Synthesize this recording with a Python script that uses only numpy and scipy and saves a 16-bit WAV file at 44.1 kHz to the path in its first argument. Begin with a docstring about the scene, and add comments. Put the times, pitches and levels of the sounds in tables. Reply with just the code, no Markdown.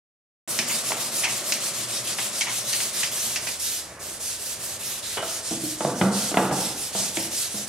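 """Sandpaper is rubbed to and fro, about five strokes a second, over the end of a wooden blade in a bare workshop.
The hiss is a dense crackle of tiny random clicks, louder and brighter as the hand moves faster.
Short sprays of snaps are the paper snagging on the edge; a soft rumble is the wood under the pad.
Wood knocks, most of them late, are noise bursts with ringing tones and an echo of the room.
A machine hums faintly behind, over room noise. The sound cuts in after about half a second of silence."""
import sys
import numpy as np
from scipy import signal
from scipy.fft import rfft, irfft
from scipy.io import wavfile
from scipy.ndimage import uniform_filter1d

SR = 44100
rng = np.random.default_rng(int(sys.argv[2]) if len(sys.argv) > 2 else 0)


def generate_wav(signal):
    """Clip the signal to [-1, 1] and save it as 16-bit WAV at the path in sys.argv[1]."""
    frames = np.transpose(np.atleast_2d(signal))
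    scaled = np.clip(frames, -1, 1) * 32767
    pcm = np.round(scaled).astype(np.int16)
    wavfile.write(sys.argv[1], SR, pcm)


N = 338688   # length in samples
TIME = np.arange(N) / SR   # seconds


# Strokes of the hand, with a near-silent pause at 3.82 s; the last row only ends the one before.
# Sheen is the extra treble.
# Columns: turn_s, level_db, sheen_db
HAND_STROKES = [(0.468, -29.5, 4), (0.662, -26, 0), (0.83, -26, 1), (0.958, -28, 2), (1.11, -26, 3),
                (1.27, -27.5, -0.5), (1.43, -27.5, 2), (1.598, -26.5, 0), (1.728, -28, -2),
                (1.869, -28, -3), (2.031, -27.5, -3), (2.166, -27.5, 0), (2.311, -29.5, -2),
                (2.48, -27.5, -0.5), (2.638, -28, 2.5), (2.92, -26.5, 0.5), (3.1, -28.5, 3),
                (3.4, -31, 1.5), (3.582, -28.5, 2), (3.821, -47.5, -9), (3.99, -35, 2), (4.189, -30, 2),
                (4.379, -32, 3.5), (4.585, -33.5, 3.5), (4.786, -33, 6), (5.019, -31, -0.5),
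                (5.21, -31.5, 0), (5.423, -29.5, -9), (5.593, -31, 3.5), (5.77, -33, -11), (5.944, -33, -3),
                (6.11, -26.5, -5), (6.33, -33.5, 0.5), (6.508, -28.5, -2), (6.745, -31.5, 3.5),
                (6.92, -27, -3), (7.119, -30, 2), (7.301, -27, 1), (7.49, -32, 0), (7.67, -24.5, 0),
                (7.85, -36, 0)]


def hand_motion(speed_up_s=0.035, slow_down_s=0.065, arc=0.24):
    """The hand gathers speed after a turn and brakes before the next; returns stroke number and speed 0-1."""
    turn_s = np.transpose(HAND_STROKES)[0]
    place = np.interp(TIME, turn_s, np.arange(len(turn_s)))
    stroke = place.astype(int)
    since_s = np.maximum(TIME - turn_s[stroke], 0)
    until_s = turn_s[stroke + 1] - TIME
    # a share `arc` of the speed swells and ebbs over the whole stroke
    swell = 1 - arc + arc * np.sin(np.pi * (place - stroke))
    speed = np.tanh(since_s / speed_up_s) * np.tanh(until_s / slow_down_s) * swell
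    return stroke, speed


# Colour of grit on wood.
# Columns: pitch_hz, level_db (per Hz)
GRIT_COLOUR = [(820, -22), (1400, -6), (1520, -5.5), (1870, -4.5), (2270, -3), (2560, -0.5), (2830, 0.5),
               (3630, 3), (8610, 6), (11200, 3.5), (14100, -6.5), (15400, -12.5)]
# Level of the low rasp (full below 3.6 kHz, gone above 5.5 kHz) against the hiss above it.
# Columns: time_s, level_db
RASP_LEVEL = [(0.5, -1.5), (1.5, -1.5), (2.4, 0.5), (3.5, -2), (4.3, -6), (5.0, 3.5), (5.5, -4),
              (6.2, -3.5), (7.68, -3)]


def sanding(stroke, speed, chatter_db=1.06, brighten_db=4.5, wander_db=2.5, grip=0.58,
            wash_db=-2, wash_t60_s=0.48, wash_dull_db=4):
    """Grit tears fibres: a dense crackle that grows louder and brighter with speed."""
    _, peak_db, top_db = np.transpose(HAND_STROKES)
    rasp_db = in_time(RASP_LEVEL)
    force = from_db(peak_db[stroke]) * speed ** grip
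    # faster means more grains; the division keeps their overall level even
    crackle = grains(26000 * (speed + .3), size_db=2.1) / np.sqrt(speed + .3)
    hiss = spread(crackle, GRIT_COLOUR)
    hz, whole = np.fft.rfftfreq(N, 1 / SR), rfft(hiss)
    coloured = 0
    centres_hz = np.linspace(1500, 13500, num=22)
    for k, centre in enumerate(centres_hz):
        # each band of the hiss wanders at random in level
        share = np.interp(hz, centres_hz, np.arange(len(centres_hz)) == k)
        rasp = np.interp(centre, [3600, 5500], [1, 0]) * rasp_db
        brightness_db = top_db[stroke] + brighten_db * (speed - .86)
        sheen = np.interp(centre, [8600, 12400], [0, 1]) * brightness_db
        coloured = coloured + irfft(whole * share, N) * from_db(rasp + sheen + wander_db * drift(24))
    rub = coloured * force * from_db(chatter_db * drift(100))
    # a smooth, duller wash of the hiss lingers in the room
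    duller = [(f, db - np.interp(f, [7000, 14000], [0, wash_dull_db])) for f, db in GRIT_COLOUR]
    wash = spread(rng.standard_normal((2, N)), duller) * from_db(wash_db)
    return rub + wash * lingering(force, wash_t60_s)


def lingering(gain, t60_s):
    """A room stores sound energy and loses 60 dB in t60_s: the echo level left by a changing gain."""
    keep = from_db(-60 / (t60_s * SR)) ** 2
    return np.sqrt(signal.lfilter([1 - keep], [1, -keep], gain ** 2))


def off_the_blade(x, stroke, speed, path_s=0.0016, bounce=0.073):
    """A reflection whose path follows the hand up and down ripples the spectrum."""
    travel = np.cumsum(speed * (-1.) ** stroke) / SR
    height = rms_one(travel - uniform_filter1d(travel, SR))   # without the slow drift
    heard_s = TIME - path_s * (1 + 0.056 * height)
    reflected = np.array([np.interp(heard_s, TIME, side) for side in x])
    return (x + bounce * reflected) / np.hypot(1, bounce)


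# The paper snags on the edge; tilt is the treble gain from one band to the next.
# Columns: start_s, level_db, tilt_db, length_s
EDGE_SNAGS = [(0.588, -19.5, 6, 0.0086), (0.693, -28, -1, 0.02), (0.919, -25, -6, 0.0035),
              (1.2326, -23.5, 1.5, 0.018), (1.2398, -21, 0.5, 0.015), (1.2666, -28.5, -7, 0.022),
              (1.521, -22, 7.5, .006), (2.183, -26, -1, 0.013), (2.408, -21.5, 5.5, .012),
              (2.465, -28.5, -3.5, 0.03), (2.727, -27, 7.5, 0.015), (2.801, -28, -1, 0.011),
              (3.03, -23, 5, .014), (3.358, -24.5, 5.5, 0.0124), (3.467, -27.5, 1.5, 0.019),
              (5.173, -39, -7, 0.0134), (7.17, -24.5, -0.5, 0.0043)]
# The bands that make up each snag.
# Columns: low_hz, high_hz, level_db
SNAG_COLOUR = [(700, 1090, -9.5), (1850, 3180, 1), (4040, 6600, -3.0)]


def snags(room_db=-11.5, room_t60_s=0.52, catch=14.6, catch_s=0.011, rise=0.2, spray=1.22, uneven_db=3.0):
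    """The paper catches and lets go in a short spray of snaps, with a little echo."""
    out, t = np.zeros((2, N)), TIME[:SR // 3]
    for start_s, level_db, tilt_db, length_s in EDGE_SNAGS:
        colour = uneven_colour(uneven_db)
        snaps = spread(grains(4500, size_db=2.4, size=len(t)), colour)
        age = t / max(length_s, .002)   # in snag lengths
        echo = spread(rng.standard_normal((2, len(t)))) * from_db(room_db - 60 * t / room_t60_s)
        burst = (spray * snaps * np.exp(-age) + echo) * (1 - np.exp(-age / rise))
        # a brief snag is mostly one snap
        burst[:, np.argmax(age >= rise)] += catch * np.exp(-length_s / catch_s)
        for k, (low, high, band_db) in enumerate(SNAG_COLOUR):
            gain = from_db(level_db + band_db + tilt_db * (k - 1))
            add(out, start_s, even_band(burst, low, high) * gain)
    return out


# How hard the pad bears on the blade, as rumble level before rumble_db and the speed are applied.
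# Columns: time_s, level_db
PAD_PRESSURE = [(0.62, -39.5), (1.34, -40), (3.45, -44), (3.66, -56), (4.01, -45.5), (4.44, -59.5),
                (4.6, -46), (5.1, -52.5)]
# Colour of the rumbling blade.
# Columns: pitch_hz, level_db (per Hz)
BLADE_COLOUR = [(53, -41), (90, -27), (118, 6), (158, -2.5), (239, 4), (277, -7.5), (338, 2), (454, -4.5),
                (593, 4.5), (840, -6), (1170, -0.5), (1620, -7.5), (2200, -5.5), (2860, -13), (4840, -120)]


def blade(speed, rumble_db=5.0):
    """The wood gives a soft rumble as hard as the pad bears on it, a little stronger with speed."""
    rumble = spread(grains(9000, size_db=2.0), BLADE_COLOUR)
    return rumble * from_db(in_time(PAD_PRESSURE) + rumble_db) * (0.61 + 0.069 * speed)


# Knocks of wood; tilt is the hardness as gain from one band to the next, ring level is against the blow.
# Columns: start_s, blow_db, tilt_db, ring_hz, ring_db, rattle_s
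WOOD_KNOCKS = [(0.592, -38.5, -4, 240.7, 2.5, 0.026), (0.905, -31.5, 3, 655, -7, 0.0044),
               (5.17, -32.5, 4.5, 2900, -3.5, 0.035), (5.226, -33.5, 4.5, 645, -3.5, 0.0077),
               (5.51, -36.5, -12, 322.4, 5, 0.04), (5.636, -42.5, -14.5, 306.6, 0, 0.0036),
               (5.806, -24, 0.5, 880, -3, 0.0045), (5.849, -20, -5, 686, -19, 0.00078),
               (6.012, -17.5, 2.5, 189.5, 3.5, 0.005), (6.03, -26, -8.5, 199.8, 1.5, 0.012),
               (6.315, -28.5, 0.5, 303, -1, .005), (6.342, -24.5, 2, 190, -4, 0.0037),
               (6.371, -13.5, 2, 189, -2, 0.0035), (6.511, -21, -2, 186, -7, 0.0067),
               (6.95, -28, -0.5, 195, -5.5, .003), (7.171, -32.5, -8, 330, -1.5, 0.0056),
               (7.541, -41.5, -7, 209, 2, 0.038)]
# Bands of a knock; echo_t60_s is the time the echo takes to fall 60 dB.
# Columns: low_hz, high_hz, share_of_blow_db, direct_db, echo_db, echo_t60_s
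BLOW_BANDS = [(114, 320, -3, -5.5, -9, 1), (335, 770, 2, -6, -10.5, 0.96), (880, 1540, -7.5, 3.5, -7.0, 1),
              (1840, 3400, -9, 1.5, -17.5, 1)]
# Ringing modes of the struck wood, before shared_db and small random changes.
# Columns: pitch_hz, level_db, t60_s
WOOD_MODES = [(130.5, -10.5, 0.89), (319, -18, 0.26), (492, -17, 0.52), (647, 0, 0.062), (803, -14.5, 0.26),
              (886, -4.5, 0.91), (1165, -8, 0.58), (1540, -26, 0.25), (1935, -16, 0.65), (2900, -18, 0.15)]


def knocks(impact=9.0, spread_s=0.0013, soft_s=0.00051, shared_db=-3.0, main_t60_s=0.66, uneven_db=3.5):
    """Each blow is one hard impact and a brief rattle; it sets the wood ringing and fills the hard-walled room."""
    out, t = np.zeros((2, N)), TIME[:SR]
    tops_hz = [row[1] for row in BLOW_BANDS]
    contact = 1 - np.exp(-(t / soft_s) ** 2)
    # the common modes, which every blow excites
    shared_modes = [(hz, db + shared_db, t60_s) for hz, db, t60_s in WOOD_MODES]
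    for start_s, blow_db, tilt_db, own_hz, own_db, rattle_s in WOOD_KNOCKS:
        levels_db = [blow_db + row[2] + tilt_db * (k - 1) for k, row in enumerate(BLOW_BANDS)]
        rattle_s = max(rattle_s, .001)
        colour = uneven_colour(uneven_db)
        for (low, high, _, direct_db, echo_db, t60_s), level_db in zip(BLOW_BANDS, levels_db):
            direct = from_db(direct_db) * np.exp(-t / rattle_s) * contact
            echo = from_db(echo_db - 60 * t / t60_s) * (1 - np.exp(-t / spread_s))
            blow = spread(rng.standard_normal((2, len(t))), colour) * (direct + echo)
            # the shorter the rattle, the harder the impact
            blow[:, 0] += 2 * impact * np.exp(-rattle_s / 0.0031)
            add(out, start_s, even_band(blow, low, high, order=3) * from_db(level_db))
        # one more ring depends on where the blow lands
        for hz, db, t60_s in shared_modes + [(own_hz, own_db, main_t60_s)]:
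            level_db = db + levels_db[min(np.searchsorted(tops_hz, hz), len(tops_hz) - 1)]
            phase = 2 * np.pi * hz * (1 + 0.0106 * rng.standard_normal()) * t
            # a close neighbour makes each ring waver
            ring = 0.99 * np.sin(phase) + 0.39 * np.sin(1.07 * phase)
            fade = from_db(level_db + rng.normal(0, 1.8) - 60 * t / t60_s)
            add(out, start_s, (ring * contact * fade)[None])
    return band(out, 112, 12000)


# Tones of the machine, before machine_db and the wavering are applied.
# Columns: pitch_hz, level_db
MACHINE_TONES = [(80.7, -59), (107.7, -62), (306.8, -64), (409.1, -62), (651.4, -62), (1314, -64)]
# Colour of the room noise.
# Columns: pitch_hz, level_db (per Hz)
ROOM_COLOUR = [(24, -40), (40, -10), (71, -8), (249, -10), (336, -10.5), (512, -5.5), (1000, -11),
               (1270, -14.5), (1740, -8), (2060, -13), (2200, -13.5), (2860, -18), (4840, -120)]


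def workshop(machine_db=-1.5, room_db=-46.5):
    """A far machine hums and wavers over the noise of the room; both come forward before halfway."""
    hum = 0
    for hz, db in MACHINE_TONES:
        tone = np.sin(2 * np.pi * hz * TIME + drift(8))
        waver = from_db(2 * drift(5)) * tone
        hum = hum + np.sqrt(2) * from_db(db + machine_db) * waver
    noise = from_db(room_db) * spread(rng.standard_normal((2, N)), ROOM_COLOUR)
    return (hum + noise) * np.interp(TIME, [2.6, 3.8], [.55, 1])


def from_db(db):
    """Decibels to gain."""
    return 10 ** (np.asarray(db) / 20)


def rms_one(x):
    """Scale to an average strength (rms) of 1."""
    return x / np.sqrt(np.mean(x ** 2) + 1e-20)


def in_time(rows):
    """Read a curve of time_s, value rows at every sample."""
    return np.interp(TIME, *np.transpose(rows))


def at_hz(points, hz):
    """Read a table of pitch_hz, value rows on a log-frequency axis."""
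    f, value = np.transpose(points)
    return np.interp(np.log(hz + 1e-3), np.log(f), value)


def band(x, low_hz, high_hz, order=2):
    """Keep only the sound between two frequencies."""
    edges_hz = [low_hz, min(high_hz, SR / 2 - 100)]
    return signal.sosfilt(signal.butter(order, edges_hz, "band", fs=SR, output="sos"), x)


def even_band(x, low_hz, high_hz, order=2):
    """Cut out a band and raise narrow ones, so that white noise keeps about the same level."""
    return band(x, low_hz, high_hz, order) * np.sqrt(SR / 2 / abs(high_hz - low_hz))


def drift(rate):
    """Smooth random wandering, rms 1, with `rate` new targets a second."""
    knots = rng.standard_normal(8192)
    return rms_one(np.interp(TIME * rate, np.arange(len(knots)), knots))


def grains(per_s, size_db, size=N):
    """Two trains of tiny fractures, most small and a few large; rms 1."""
    born = rng.random((2, size)) < per_s / SR
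    heights = from_db(size_db * np.minimum(rng.exponential(1, (2, size)), 5))
    return rms_one(born * heights * rng.choice([-1, 1], (2, size)))


def uneven_colour(depth_db):
    """A random uneven colour, drawn anew for each burst: pitch_hz, level_db."""
    hz = np.geomspace(100, 9000, num=70)
    gain = rms_one(from_db(depth_db * rng.standard_normal(len(hz))))
    return np.transpose([np.append(hz, SR / 4), np.append(20 * np.log10(gain), 0)])


# How alike left and right are: 1 is identical, 0 unrelated.
# Columns: pitch_hz, correlation (no unit)
LEFT_RIGHT_LIKENESS = [(100, 1), (500, 0.99), (1000, 0.92), (2000, 0.64), (4000, 0.57), (8000, 0.51),
                       (12000, 0.39)]


def spread(pair, spectrum=None, left_lag_s=2.6e-5):
    """Two unrelated signals become left and right, most alike in the bass; the later left pulls it rightward."""
    size = pair.shape[1]
    hz = np.fft.rfftfreq(size, 1 / SR)
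    alike = at_hz(LEFT_RIGHT_LIKENESS, hz)
    colour = 1 if spectrum is None else from_db(at_hz(spectrum, hz))
    mid, side = rfft(pair) * colour
    ports = np.sqrt(1 + alike) * mid + np.sqrt(1 - alike) * side * [[1], [-1]]
    lag = np.exp(-2j * np.pi * hz * left_lag_s * [[1], [0]])
    return rms_one(irfft(ports * lag, size))


def add(out, start_s, sound):
    """Mix a sound in at a time."""
    at = round(start_s * SR)
    out[:, at:at + sound.shape[1]] += sound[:, :N - at]


# The hand moves from side to side: how much louder left is than right.
# Columns: time_s, left_over_right_db
HAND_PAN = [(0.5, -0.1), (2.56, 0.3), (3.68, -1.5), (7.68, -1.5)]


def scene():
    """The sanding close by, the knocks and the machine behind it."""
    stroke, speed = hand_motion()
    paper = off_the_blade(sanding(stroke, speed), stroke, speed) + snags()
    near = (paper + blade(speed)) * from_db(in_time(HAND_PAN) * [[.5], [-.5]])
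    knocking = knocks() * from_db([[-.5], [.5]])   # a little to the right
    return near + knocking + workshop()


def record(dry, start_s=0.476, cutoff_hz=15700):
    """Silence until start_s, then an abrupt start; a steep filter removes the top treble."""
    low_pass = signal.ellip(10, .1, 80, cutoff_hz, fs=SR, output="sos")
    return signal.sosfilt(low_pass, dry * (TIME >= start_s))


dry = scene()
out = record(dry)
generate_wav(out)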